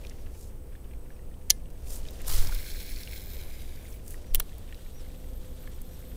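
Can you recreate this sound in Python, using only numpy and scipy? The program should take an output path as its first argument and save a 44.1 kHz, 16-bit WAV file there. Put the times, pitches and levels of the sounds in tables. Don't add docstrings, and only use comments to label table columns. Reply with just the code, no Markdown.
import sys
import numpy as np
from scipy import signal
from scipy.fft import rfft, irfft
from scipy.io import wavfile
from scipy.ndimage import map_coordinates

SR = 44100
rng = np.random.default_rng(int(sys.argv[2]) if len(sys.argv) > 2 else 0)


def to_wav(sig):
    pcm = np.clip(np.atleast_2d(sig), -1, 1) * 32767
    pcm = np.round(pcm).astype(np.int16)
    wavfile.write(sys.argv[1], SR, pcm.T)


N = 271656
T = np.arange(N) / SR
HZ = np.arange(N // 2 + 1) * SR / N

# (time [s], level over the first 10 ms [dB], decay [s], struck part's pitch [Hz],
# boost at that pitch [dB], frame ring against the crack [dB], housing knock against the blow [dB])
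CLUTCH_BLOWS = [(1.4988, -33.5, 0.0016, 10400, -2.5, -26.5, -20.5),
                (1.503, -14, 0.0007, 6000, 11, -16.5, -20), (1.5043, -22, 0.00093, 13000, 10, -26, -22.5),
                (1.507, -18, .001, 5480, 20.5, -28, -18), (4.3396, -47.5, 0.00097, 7380, -8, -19.5, -11),
                (4.3467, -20.5, 0.0016, 14750, 21, -20, -10.5),
                (4.3535, -28.5, 0.0025, 10380, 11, -16, -14), (4.398, -32, 0.00274, 10100, 12.5, -9, -16),
                (4.3996, -28.5, 0.00103, 14700, 21, -9, -9), (4.4015, -37, .0015, 700, 46, -28, -20)]
# (pitch [Hz], level [dB], time to fall by 60 dB [s])
FRAME_TONES = [(1733, -18.5, 0.11), (2087, -29, 0.22), (3206, -3.5, 0.04), (3420, -8, .03),
               (3686, -14.5, .06), (4110, -4.5, 0.041), (4488, 2.5, 0.0192), (5695, -6, 0.023),
               (5987, 0, 0.0141), (6087, -3.5, 0.019), (5910, -4, 0.013), (9800, -19, 0.11),
               (10150, -0.5, 0.029), (12330, -27, .039), (13080, -8, 0.0157)]
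# (centre [Hz], width [Hz], level [dB])
HOUSING_RESONANCES = [(490, 145, -8.5), (740, 200, -8), (1305, 340, -14), (2170, 270, -2), (2923, 380, 3.5)]

# (centre [Hz], width [Hz], level [dB])
WHIR_RESONANCES = [(3370, 670, -4), (4188, 740, 2), (5347, 385, -2), (6750, 2000, -6.5)]
# (centre [Hz], width [Hz], level [dB])
SIZZLE_RESONANCES = [(8024, 1350, -2.5), (10546, 1540, 0.5), (12320, 900, -4), (15000, 3240, 2.5)]
# (centre [Hz], width [Hz], level [dB])
PLATE_RESONANCES = [(1587, 280, -3), (2261, 532, 2.5)]
# (time of peak [s], level at peak [dB], rise [s], fall [s])
RIM_GRAZES = [(3.17, -51.5, .05, 0.161), (3.92, -62, .035, .035)]
# (centre [Hz], width [Hz], level [dB])
GEAR_RESONANCES = [(3493, 1570, 0), (1466, 1090, -3), (8190, 6800, -6)]

# (time of peak [s], level at peak [dB], rise [s], fall [s], centre of the rub [Hz])
ROD_SWISHES = [(.42, -56.5, 0.06, 0.0514, 7540), (1.94, -42, 0.0416, 0.0296, 8630),
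               (2.295, -35.5, 0.0203, 0.106, 12100), (2.328, -37, 0.0353, 0.0648, 4560),
               (4.105, -49.5, 0.032, 0.0342, 10500)]
# (time [s], level before the shared trim [dB], pitch [Hz])
CLEAR_TICKS = [(0.0494, -44, 2425), (0.0684, -45.5, 4230), (0.0964, -45, 5560), (0.7521, -50.5, 1817),
               (1.104, -50.5, 1713), (2.086, -41.5, 3800), (2.108, -45, 13000), (2.217, -44, 9800),
               (2.2812, -28, 9920), (2.4719, -35, 5085), (2.492, -43, 897), (2.523, -39, 1453),
               (2.5474, -31.5, 14000), (2.9616, -41.5, 4395), (3.0335, -39.5, 4370), (3.0743, -40, 2800),
               (4.0795, -40, 8590), (4.1072, -41.5, 9030), (4.1425, -45.5, 1900), (4.5825, -45, 12400),
               (4.7255, -43.5, 1853), (4.745, -48.5, 3990), (5.6737, -45, 1720), (5.8172, -42.5, 12080)]
# (time of peak [s], level at peak [dB])
GRIP_SHIFTS = [(.1, -61), (.28, -63), (2.2, -55), (4.12, -59), (4.71, -64), (5.66, -67)]
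# (time [s], level [dB])
SLEEVE_EFFORT = [(.05, -58.5), (.35, -63), (.55, -72), (1.7, -66.5), (1.9, -56), (2.35, -53.5), (2.8, -59),
                 (4.0, -61), (4.2, -58.5), (4.55, -64.5)]

# (start [s], level [dB])
BIRD_CALLS = [(.15, -69), (1.09, -72), (4.25, -64), (4.935, -59.5), (5.70, -68), (5.89, -66)]
# (time from its start [s], pitch [Hz])
WHISTLE_GLIDE = [(0, 5400), (.03, 5850), (.052, 5800), (.072, 5300), (.086, 4500), (.1, 3500)]
# (time [s], level [dB])
TRILL_LEVEL = [(0, -81), (.6, -74), (1.6, -73), (3, -83), (4.5, -73.5), (6.16, -70)]

# (frequency [Hz], level [dB])
AIR_SPECTRUM = [(5, 1.5), (14, -1), (28, -1), (50, -21), (100, -25.5), (250, -48.5), (800, -72.5)]
# (time of peak [s], level at peak [dB], rise [s], fall [s])
ARM_GUSTS = [(1.93, -34, 0.0525, 0.081), (2.4, -18, 0.0764, .095), (2.8, -41, 0.224, 0.29),
             (4.345, -24, 0.0212, .055)]
# (frequency [Hz], level [dB])
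RUMBLE_SPECTRUM = [(8.8, -28.5), (15, 2.5), (27, -1), (38, -15.5), (65, -10), (82, -14.5), (170, -26),
                   (195, -26.5), (255, -28), (281, -28.5), (412, -31), (510, -29.5), (551, -34.5),
                   (1260, -48), (1500, -53.5), (1950, -79), (3300, -120)]
# (frequency [Hz], level [dB])
HISS_SPECTRUM = [(700, -2), (1600, 2), (2800, 0), (4200, -4), (7000, -3), (7700, -5.5), (8300, 1.5),
                 (9000, 0), (12000, 0.5), (15400, 2)]
# (pitch [Hz], level before the swell [dB])
HUM_TONES = [(172.3, -64.5), (254, -63.5), (509, -65)]
# (time [s], level [dB])
HUM_SWELL_LEVEL = [(0, -7.5), (1.5, -0.5), (4.6, -5), (5.3, 5.5), (6.16, 6.5)]

LAUNCH_S, SPIN_UP_S, STOP_S, BRAKE_S = 2.26, .06, 4.0, .09
TOP_TURNS_PER_S, DRAG_TURNS_PER_S2 = 165, 73
TAKE_UP_S = 0.221
PLATES_DB, PLATES_POWER = -51.5, 1.205
WHIR_DB, WHIR_POWER = -47, 1.62
SIZZLE_DB, SIZZLE_POWER = -46, 1.505
FLICKS_PER_S = 30
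FLICK_DB, FLICK_S = .5, .0025

WIND_START_S, GEARS_DB, GUIDES_DB, GUIDES_DB_PER_S = 4.38, -62, -69.5, 5

TICK_DECAY_S, TICK_REF_HZ, TICK_DECAY_SLOPE = 0.00295, 2000, 0.384
STRAY_PER_S = 6
STRAY_DB, STRAY_SPREAD_DB, STRAY_HZ, STRAY_OCTAVES = -56, 1.5, 2500, .5
GRIP_S = 0.024
BREEZE_DB, RUMBLE_DB = -45.5, -38.5
TOP_HZ = 15450


def amp(db):
    return 10 ** (np.asarray(db) / 20)


def unit(x):
    return x / np.sqrt(np.mean(x ** 2))


def curve(rows, axis=1):
    rows = np.array(rows)
    return np.interp(T, rows[:, 0], rows[:, axis])


def noise():
    return rng.standard_normal(N)


def walk(rate):
    return unit(irfft(rfft(noise()) * np.exp(-(HZ / rate) ** 2), N))


def waver(hz, width):
    return walk(width) * np.sin(2 * np.pi * hz * T) + walk(width) * np.cos(2 * np.pi * hz * T)


def swell(s, rise, fall):
    return np.exp(-((T - s) / np.where(T < s, rise, fall)) ** 2 / 2)


def colour(x, points):
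    hz, db = np.transpose(points)
    level_db = np.interp(np.log(HZ + 1), np.log(hz), db)
    gain = amp(level_db) / np.maximum(HZ / hz[-1], 1) ** 2
    return unit(irfft(rfft(x) * gain, N))


def bell(f, hz, width):
    return 1j * f * width / (hz ** 2 - f ** 2 + 1j * f * width)


def resonate(x, modes):
    gain = sum(amp(db) * np.abs(bell(HZ, hz, width)) ** 2 for hz, width, db in modes)
    return unit(irfft(rfft(x) * gain, N))


def add(out, s, x):
    i = int(s * SR)
    out[i:i + len(x)] += x[:N - i]


def frame_ring(t):
    ring = 0
    for hz, db, t60 in FRAME_TONES:
        tone = np.sin(2 * np.pi * (hz * t + rng.random()))
        ring = ring + amp(db) * tone * np.exp(-np.log(1000) * t / t60)
    return ring


def clutch(part_width_hz=1600, low_hz=1900, tail_db=-26, tail_s=0.00564, knock_s=0.00268,
           knock_lag_s=0.0007965, rattle_db=-55, rattle_s=0.0344):
    out, t = np.zeros(N), T[:SR // 5]
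    f = np.fft.rfftfreq(len(t), 1 / SR)
    first_10_ms = slice(SR // 100)
    small = 1j * f / (1j * f + low_hz)
    housing = sum(amp(db) * bell(f, hz, width) for hz, width, db in HOUSING_RESONANCES)
    for s, db, decay, part_hz, boost_db, ring_db, knock_db in CLUTCH_BLOWS:
        fade = np.exp(-t / decay) + amp(tail_db) * np.exp(-t / tail_s)
        crack = rng.standard_normal(len(t)) * fade
        crack += amp(rattle_db) * rng.laplace(size=len(t)) * np.exp(-t / rattle_s)
        part = bell(f, part_hz, min(part_width_hz, part_hz / 4))
        body = small * (small + amp(boost_db) * part)
        blow = irfft(rfft(crack + amp(ring_db) * frame_ring(t)) * body, len(t))
        thud = rng.standard_normal(len(t)) * np.exp(-t / knock_s)
        knock = irfft(rfft(thud) * housing, len(t))
        add(out, s, amp(db) * blow / np.std(blow[first_10_ms]))
        add(out, s + knock_lag_s, amp(db + knock_db) * knock / np.std(knock[first_10_ms]))
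    return out


def spool_speed():
    coast = TOP_TURNS_PER_S - DRAG_TURNS_PER_S2 * (T - LAUNCH_S - SPIN_UP_S)
    spin_up = np.clip((T - LAUNCH_S) / SPIN_UP_S, 0, 1)
    brake = np.clip((STOP_S - T) / BRAKE_S, 0, 1)
    return np.maximum(coast * spin_up * brake, 1)


def flicks():
    out, t = np.zeros(N), T[:SR // 30]
    for place, size in rng.random((int(FLICKS_PER_S * N / SR), 2)):
        add(out, place * N / SR, 2 * size * amp(FLICK_DB) * np.exp(-t / FLICK_S))
    return out


def rim_graze(speed, turn, order=153, top_hz=14600, spread_hz=1000, sharp=1.8, uneven_db=1.2):
    squeak_hz = np.minimum(order * speed, top_hz)
    squeak = walk(spread_hz) * np.sin(2 * np.pi * np.cumsum(squeak_hz) / SR)
    contact = sum(amp(db) * swell(s, rise, fall) for s, db, rise, fall in RIM_GRAZES)
    once_a_turn = np.exp(sharp * np.cos(turn))
    return unit(squeak * once_a_turn) * contact * amp(uneven_db * walk(12.4))


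def spool(throb=0.14, slap_db=4.0, flutter_db=1.5056, sag=0.22, sag_turns_per_s=110, thumb_db=-57):
    speed = spool_speed()
    share = speed / TOP_TURNS_PER_S
    turn = 2 * np.pi * np.cumsum(speed * (1 + 0.0087 * walk(17.5))) / SR
    take_up = np.clip((T - LAUNCH_S) / TAKE_UP_S, 0, 1)
    pulse = (1 + throb * np.cos(turn)) * amp(flutter_db * walk(25)) * take_up
    slaps = amp(slap_db * np.minimum(walk(720), 2.5)) * np.hypot(1, flicks())
    plates = resonate(noise() * slaps, PLATE_RESONANCES) * amp(PLATES_DB) * share ** PLATES_POWER
    travel = np.cumsum(np.minimum(speed / sag_turns_per_s, 1) ** sag)
    even_whir = resonate(noise() * slaps, WHIR_RESONANCES)
    whir = map_coordinates(even_whir, [travel], order=3) * amp(WHIR_DB) * share ** WHIR_POWER
    even_sizzle = resonate(noise() * amp(2.75 * walk(1100)), SIZZLE_RESONANCES)
    sizzle = map_coordinates(even_sizzle, [travel], order=5) * amp(SIZZLE_DB) * share ** SIZZLE_POWER
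    thumb_press = swell(STOP_S - BRAKE_S / 2, BRAKE_S, 0.016)
    thumb = resonate(noise(), SIZZLE_RESONANCES) * amp(thumb_db) * thumb_press
    return pulse * (plates + whir + sizzle) + rim_graze(speed, turn) + thumb


def winding(grain_db=3, uneven_db=1.5, guide_hz=12900, guide_width_hz=2400):
    gear_grain = amp(grain_db * walk(550) + uneven_db * walk(10.8))
    gears = resonate(noise() * gear_grain, GEAR_RESONANCES)
    line_grain = amp(grain_db * walk(500) + 2.6 * walk(21))
    guides = resonate(noise() * line_grain, [(guide_hz, guide_width_hz, 0)])
    guides_level = amp(GUIDES_DB + GUIDES_DB_PER_S * (T - WIND_START_S))
    return (T > WIND_START_S) * (gears * amp(GEARS_DB) + guides * guides_level)


def swishes(grain_db=3.0, flutter_db=1.8, width=1.45, low_hz=1150, low_width_hz=1500, low_db=-13.0,
            low_linger=1.41):
    out, hardest_db = 0, max(row[1] for row in ROD_SWISHES)
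    for s, db, rise, fall, hz in ROD_SWISHES:
        grain = amp(grain_db * walk(1240) + flutter_db * walk(120))
        rub = resonate(noise() * grain, [(hz, width * hz, 0)]) * swell(s, rise, fall)
        low = resonate(noise() * grain, [(low_hz, low_width_hz, 0)])
        whoosh = low * swell(s, rise, low_linger * fall)
        out = out + amp(db) * (rub + amp(low_db + db - hardest_db) * whoosh)
    return out


def stray_ticks(follow=0.47):
    effort_db = curve(SLEEVE_EFFORT) - np.mean(curve(SLEEVE_EFFORT))
    stray = []
    for place, a, b in rng.random((int(STRAY_PER_S * N / SR), 3)):
        i = int(place * N)
        db = STRAY_DB + follow * effort_db[i] - STRAY_SPREAD_DB * np.log(1 - a)
        hz = STRAY_HZ * 2 ** (STRAY_OCTAVES * (2 * b - 1))
        stray.append((T[i], db, hz))
    return stray


def ticks(trim_db=-2, width=0.88, ring=0.91, snap_db=-6, snap_s=.0005):
    out, t = np.zeros(N), T[:SR // 20]
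    f = np.fft.rfftfreq(len(t), 1 / SR)
    for s, db, hz in CLEAR_TICKS + stray_ticks():
        decay = TICK_DECAY_S * (TICK_REF_HZ / hz) ** TICK_DECAY_SLOPE
        contact = rng.standard_normal(len(t)) + ring * np.sin(2 * np.pi * hz * t) / 2
        tick = irfft(rfft(contact * np.exp(-t / decay)) * bell(f, hz, width * hz) ** 2, len(t))
        snap = amp(snap_db) * rng.standard_normal(len(t)) * np.exp(-t / snap_s)
        add(out, s, amp(db + trim_db) * (tick / np.std(tick[:SR // 300]) + snap))
    return out


def handling(rest_db=-73, uneven_db=7, brisk_db=-54, rustle_power=1.3, rustle_db=-1, rustle_hz=3400,
             rustle_width_hz=12000, grain_db=2.5, flutter_db=1.5):
    creak_bursts = amp(uneven_db * np.minimum(walk(41), 2.5))
    creaks = resonate(noise() * creak_bursts, [(1732, 780, 1), (2675, 1210, -1)])
    grip = amp(rest_db) + sum(amp(db) * swell(s, GRIP_S, GRIP_S) for s, db in GRIP_SHIFTS)
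    rub = resonate(noise() * amp(3.02 * walk(12.6)), [(360, 380, 0), (530, 240, -2)])
    rustle_grain = amp(grain_db * walk(1200) + flutter_db * walk(91))
    rustle = resonate(noise() * rustle_grain, [(rustle_hz, rustle_width_hz, 0)])
    effort = amp(curve(SLEEVE_EFFORT) - brisk_db)
    sleeves = rub * effort + rustle * amp(rustle_db) * effort ** rustle_power
    return creaks * grip + amp(brisk_db) * sleeves


def bird(fade=.6):
    out = np.zeros(N)
    s, hz = np.transpose(WHISTLE_GLIDE)
    t = T[:int(s[-1] * SR)]
    envelope = np.sin(np.pi * t / s[-1]) ** fade
    for start, db in BIRD_CALLS:
        pitch = np.interp(t, s, hz) * (1 + 0.00864 * rng.standard_normal())
        add(out, start, amp(db) * envelope * np.sin(2 * np.pi * np.cumsum(pitch) / SR))
    return out


def insect(hz=8060, width_hz=110, upper_hz=8400, upper_width_hz=280, upper_db=-5, pulses_per_s=10.0,
           sharp=.6):
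    rate = pulses_per_s * (1 + .1 * walk(2.98))
    beat = unit(np.exp(sharp * np.sin(2 * np.pi * np.cumsum(rate) / SR)))
    trill = waver(hz, width_hz) * beat
    buzz = amp(upper_db) * waver(upper_hz, upper_width_hz)
    return unit(trill + buzz) * amp(curve(TRILL_LEVEL))


def background(hiss_db=-63, hum_width_hz=8, hum_waver=0.47, drone_hz=55, drone_db=-47):
    rumble = colour(noise(), RUMBLE_SPECTRUM) * amp(RUMBLE_DB)
    hum = 0
    for hz, db in HUM_TONES:
        steady = np.sin(2 * np.pi * hz * T)
        hum = hum + amp(db) * (steady + hum_waver * waver(hz, hum_width_hz))
    drone = amp(drone_db) * waver(drone_hz, 7.1)
    hiss = colour(noise(), HISS_SPECTRUM) * amp(hiss_db + .5 * walk(8))
    gusts = sum(amp(db) * swell(s, rise, fall) for s, db, rise, fall in ARM_GUSTS)
    air = colour(noise(), AIR_SPECTRUM) * (amp(BREEZE_DB) + gusts)
    return rumble + hum * amp(curve(HUM_SWELL_LEVEL)) + drone + hiss + air


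def scene():
    reel = clutch() + spool() + winding()
    angler = swishes() + ticks() + handling()
    surroundings = bird() + insect() + background()
    return (reel + angler + surroundings)[None]


def record(dry):
    rounded = .9 * np.tanh(dry / .9)
    low_pass = signal.ellip(8, .2, 70, TOP_HZ, fs=SR, output="sos")
    return signal.sosfilt(low_pass, rounded)


dry = scene()
out = record(dry)
to_wav(out)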